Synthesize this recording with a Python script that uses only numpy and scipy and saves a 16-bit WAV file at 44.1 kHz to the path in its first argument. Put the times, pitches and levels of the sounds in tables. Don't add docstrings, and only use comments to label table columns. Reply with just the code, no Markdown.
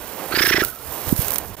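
import sys
import numpy as np
from scipy import signal
from scipy.fft import rfft, irfft, next_fast_len
from scipy.io import wavfile
from scipy.ndimage import map_coordinates

SR = 44100
rng = np.random.default_rng(int(sys.argv[2]) if len(sys.argv) > 2 else 0)


def int16_out(signal):
    q = np.round(np.clip(np.atleast_2d(signal).T, -1, 1) * 32767)
    wavfile.write(sys.argv[1], SR, q.astype(np.int16))


N = 70560

# start in seconds, thump level, rasp level, rasp pitch in Hz, swish level,
# whistle level, whistle pitch in Hz. Levels in all tables are in relative dB.
WINGBEATS = [(.3130, -21.5, -23, 1380, -26.5, -34.5, 4250), (.3400, -13.5, -23, 1650, -20.5, -22, 4610),
             (0.3739, -12.5, -20.5, 1600, -17, -21.5, 4950),
             (0.4075, -10.5, -18.5, 1830, -17.5, -19.5, 5300),
             (0.441, -14.5, -17.5, 1720, -20, -21.5, 5300), (0.4752, -13.5, -18.5, 1780, -18, -22.5, 5350),
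             (.5090, -10.5, -17.5, 1880, -17.5, -27, 5350), (.5445, -8, -17, 1880, -19.5, -27, 5300),
             (0.5819, -9, -20.5, 1850, -21.5, -31.5, 5400), (0.6204, -8, -19.5, 1419, -39, -36, 5300)]


def amp(db):
    return 10 ** (np.asarray(db) / 20)


def unit_rms(x):
    return x / np.sqrt(np.mean(x ** 2) + 1e-20)


def clock():
    return np.arange(N) / SR


def envelope(points):
    return amp(np.interp(clock(), *np.transpose(points)))


def wobble(knots_per_s):
    knots = rng.standard_normal(int(N * knots_per_s / SR) + 4)
    return map_coordinates(knots, [clock() * knots_per_s])


def filtered(x, response):
    size = next_fast_len(N + 8192)
    return irfft(rfft(x, size) * response(np.fft.rfftfreq(size, 1 / SR)), size)[..., :N]


def coloured(x, spectrum):
    points_hz, db = np.transpose(spectrum)
    return unit_rms(filtered(x, lambda hz: amp(np.interp(np.log(hz + 1), np.log(points_hz), db))))


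def two_ports(common, opposed, correlation):
    angle = np.arccos(correlation) / 2
    return np.cos(angle) * common + np.sin(angle) * np.array([opposed, -opposed])


def noise_pair(correlation):
    return two_ports(*rng.standard_normal((2, N)), correlation)


def port_leak(x, cutoff_hz=85):
    return filtered(x, lambda hz: 1j * hz / (cutoff_hz + 1j * hz))


def left_lead(x, seconds):
    return filtered(x, lambda hz: np.exp(1j * np.pi * hz * seconds * np.array([[1], [-1]])))


def flutter(hz, width_hz, steadiness):
    modulation = wobble(width_hz) + 1j * wobble(width_hz)
    modulation /= (np.abs(modulation) + 1e-6) ** steadiness
    return unit_rms(np.real(modulation * np.exp(2j * np.pi * np.cumsum(hz) / SR)))


def wind():
    # time in seconds, level in dB.
    rush_levels = [(0, -35.5), (.06, -39.5), (.2, -34), (.27, -34), (.31, -33.5), (.45, -35), (.62, -32.5),
                   (.72, -46.5), (.8, -43), (.89, -40), (.93, -34), (1.01, -36.5), (1.065, -32.5),
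                   (1.15, -38.5), (1.27, -33), (1.39, -36.5), (1.435, -34), (1.47, -38.5), (1.6, -41.5)]
    rumble_levels = [(0, -43), (.2, -59), (.35, -43), (.66, -39.5), (.76, -53.5), (.88, -41), (1.0, -53),
                     (1.08, -33.5), (1.28, -39), (1.37, -41.5), (1.48, -38.5), (1.6, -41)]
    # frequency in Hz, level in dB.
    rush_spectrum = [(60, -23), (160, -5.5), (300, 0), (450, 0.5), (650, 0.5), (1000, -2), (1500, -10),
                     (2500, -14.5), (6000, -26)]
    rumble_spectrum = [(15, -22), (35, -6.5), (65, -0.5), (110, -4.5), (200, -13), (500, -37)]
    rush = envelope(rush_levels) * amp(1.1 * wobble(34.78)) * coloured(noise_pair(0.97), rush_spectrum)
    gusts = amp(wobble(20))
    return rush + envelope(rumble_levels) * gusts * coloured(noise_pair(0.58), rumble_spectrum)


def grass(ticks_per_s=900, tick_decay_s=0.0011, tick_share=0.45):
    # time in seconds, level in dB.
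    rustle_levels = [(0, -39.5), (.06, -44.5), (.09, -38), (.15, -40), (.33, -35.5), (.37, -31.5),
                     (.47, -25.5), (.55, -34.5), (.62, -36.5), (.65, -30), (.73, -42.5), (.79, -43),
                     (.88, -38), (.95, -32.5), (1.01, -35.5), (1.11, -28.5), (1.15, -34), (1.17, -28),
                     (1.33, -31), (1.39, -37), (1.42, -41.5), (1.6, -44.5)]
    early_crunch = [(0, -43), (.25, -41), (.62, -32.5)]
    late_crunch = [(0.72, -47), (0.768, -48.5), (0.884, -42.5), (1.096, -37), (1.136, -48), (1.21, -34),
                   (1.414, -41), (1.44, -54), (1.55, -46.5)]
    # frequency in Hz, level in dB.
    rustle_spectrum = [(2500, -30), (5000, -12), (7500, -10.5), (10500, -5.5), (13000, 0), (14500, 4),
                       (15500, -5.5)]
    crunch_spectrum = [(700, -21), (1500, 1.5), (2200, -2), (3200, -2.5), (5000, -5.5), (7500, -8),
                       (12000, -6.5)]
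    contacts = rng.random(N) < ticks_per_s / SR
    strengths = np.exp(0.4 * np.clip(rng.standard_normal(N), -2, 2))
    ticks = unit_rms(signal.lfilter([1], [1, -np.exp(-1 / (tick_decay_s * SR))], contacts * strengths))
    texture = np.sqrt(1 - tick_share + tick_share * ticks ** 2)
    rustle_gain = amp(3.5 + 1.2 * wobble(41.2)) * envelope(rustle_levels)
    rustle = coloured(texture * noise_pair(0.38), rustle_spectrum)
    crunch_gain = amp(2 + 0.45 * wobble(39.2)) * envelope(early_crunch + late_crunch)
    crunch = coloured(np.sqrt(texture) * noise_pair(0.97), crunch_spectrum)
    return rustle_gain * rustle + crunch_gain * crunch


def wing_thumps(thump_hz=354, t60_s=0.026, push_s=0.0013):
    out = np.zeros(N)
    for start, db, *_ in WINGBEATS:
        age = np.maximum(clock() - start, 0)
        hz = thump_hz * (1 + rng.normal(0, 0.016))
        swing = np.sin(2 * np.pi * hz * age) * amp(-60 * age / t60_s)
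        push = amp(-13) * age / push_s * np.exp(1 - age / push_s)
        out += amp(db - 1.5) * (swing + push)
    return port_leak(out)


def feathers(last_beat_s=0.021, correlation=0.75):
    starts, _, rasp_db, rasp_hz, swish_db, whistle_db, whistle_hz = np.transpose(WINGBEATS)
    count = len(starts)
    cycle = np.interp(clock(), np.append(starts, starts[-1] + last_beat_s), np.arange(count + 1))
    beat = np.minimum(cycle.astype(int), count - 1)
    progress = cycle - beat
    rise = np.sin(np.pi / 2 * np.clip((progress - 0.16) / 0.36, 0, 1))
    fall = np.sin(np.pi / 2 * np.clip((1 - progress) / 0.19, 0, 1))
    between_strokes = amp(-13.5) * (cycle > 0) * (cycle < count)
    stroke = np.maximum(rise * fall, between_strokes)
    arching_hz = rasp_hz[beat] * (1 + 0.14 * (np.sin(np.pi * progress) ** 2 - 0.65))
    fundamental = flutter(arching_hz, width_hz=420, steadiness=0.65)
    overtone = amp(-14.5) * stroke * flutter(1.75 * arching_hz, width_hz=800, steadiness=0.23)
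    rasp = amp(rasp_db[beat]) * (fundamental + overtone)
    rising_hz = whistle_hz[beat] * (1 + 0.151 * (progress - 0.5))
    tones = [flutter(rising_hz, width_hz=720, steadiness=0.16) for _ in range(2)]
    whistle = amp(whistle_db[beat]) * two_ports(*tones, correlation)
    # frequency in Hz, level in dB.
    swish_spectrum = [(300, -35), (800, -22.5), (1300, -1), (2200, 1.5), (2700, -3.5), (3600, -4.5),
                      (4200, -6), (5600, -15), (6800, -17), (10000, -47)]
    swish = amp(swish_db[beat]) * coloured(noise_pair(correlation), swish_spectrum)
    return amp(-2) * stroke * (rasp + swish + whistle)


def snapping_stalks(rise_s=0.00039, fracture_s=0.00071):
    # start in seconds, level in dB, body against treble in dB, T60 in seconds.
    snaps = [(.3660, -19.5, -4.5, 0.034), (0.423, -14, -3, 0.036), (0.471, -12, -11, .01),
             (0.6383, -4.5, -34, 0.012), (0.6482, -1, -8, 0.0084), (0.658, -22, -21, 0.013),
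             (0.702, -16, -25, 0.012), (.9240, -15, -18, 0.02), (1.0869, -15, -7, 0.013),
             (1.0916, -11.5, -3, 0.013), (1.1631, -10.5, -8, 0.016), (1.1710, -17.5, -19, .007),
             (1.2172, -14.5, -2, 0.018), (1.2207, -9, -5, 0.0091), (1.2462, -10, -11, 0.014),
             (1.2572, -11, -8, 0.0065), (1.2823, -6, -11, 0.021), (1.3061, -1.5, -8, 0.0073),
             (1.3192, -8, -9, .012), (1.3376, -2.5, -27, 0.0068), (1.345, -5, -16, .008),
             (1.3582, -7.5, -2, 0.017), (1.3831, -3.5, -14.5, 0.019)]
    # frequency in Hz, level in dB.
    treble_spectrum = [(3000, -27), (6500, -7.5), (9000, -2.5), (13000, 7), (15500, 5)]
    body_spectrum = [(400, -16), (1000, 1), (1800, -5.5), (3200, -4.5), (6000, -2.5), (9000, -5),
                     (14000, -10)]
    treble = coloured(noise_pair(0.45), treble_spectrum)
    body = coloured(noise_pair(1.0), body_spectrum)
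    out = np.zeros((2, N))
    for start, db, body_db, t60_s in snaps:
        age = np.maximum(clock() - start, 0)
        attack = 1 - np.exp(-(age / rise_s) ** 2)
        fracture = np.exp(-(age / fracture_s) ** 2) * treble
        burst = amp(-60 * age / t60_s) * (treble + amp(body_db) * body)
        out += amp(db - 5) * attack * (fracture + burst)
    return out


def flying_off(beats_per_s=25):
    # time in seconds, level in dB, pitch in Hz.
    course = [(.62, -60, 1450), (.65, -43, 1420), (.71, -43, 1420), (.77, -48, 1310), (.87, -50, 1220),
              (.95, -70, 1200)]
    times, db, hz = np.transpose(course)
    pulse = 1 + 0.5 * np.sin(2 * np.pi * beats_per_s * clock())
    whirr = flutter(np.interp(clock(), times, hz), width_hz=300, steadiness=0.5)
    return amp(np.interp(clock(), times, db, left=-120)) * unit_rms(pulse * whirr)


def wind_bumps():
    # centre in seconds, level in dB, width in seconds, skew in radians.
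    puffs = [(1.0822, -16, 0.002, -0.1), (1.1281, 2, 0.0011, -0.41), (1.1942, -5.5, 0.0021, 0.45)]
    right = np.zeros(N)
    for centre, db, width, skew in puffs:
        offset = (clock() - centre) / width
        even = np.cos(skew) * (1 - offset ** 2)
        odd = np.sin(skew) * np.sqrt(np.e) * offset
        right += amp(db) * (even - odd) * np.exp(-offset ** 2 / 2)
    return port_leak(np.array([np.zeros(N), right]))


def scene():
    wings = feathers() + flying_off() + wing_thumps()
    bird = left_lead(wings * amp([[0.5], [0]]), seconds=10e-6)
    field = bird + wind() + (grass() + snapping_stalks()) * amp([[-3.5], [0]])
    channel_gains = amp([[-7], [3.5]])
    return left_lead(field, seconds=48e-6) * channel_gains + wind_bumps()


def record(dry, dip_s=1.561, dip_half_width_s=0.0059, dip_db=-27.5, top_hz=15600):
    dip = amp(dip_db * np.exp(-((clock() - dip_s) / dip_half_width_s) ** 4))
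    return filtered(np.clip(dry * dip, -1, 1), lambda hz: hz < top_hz)


dry = scene()
out = record(dry)
int16_out(out)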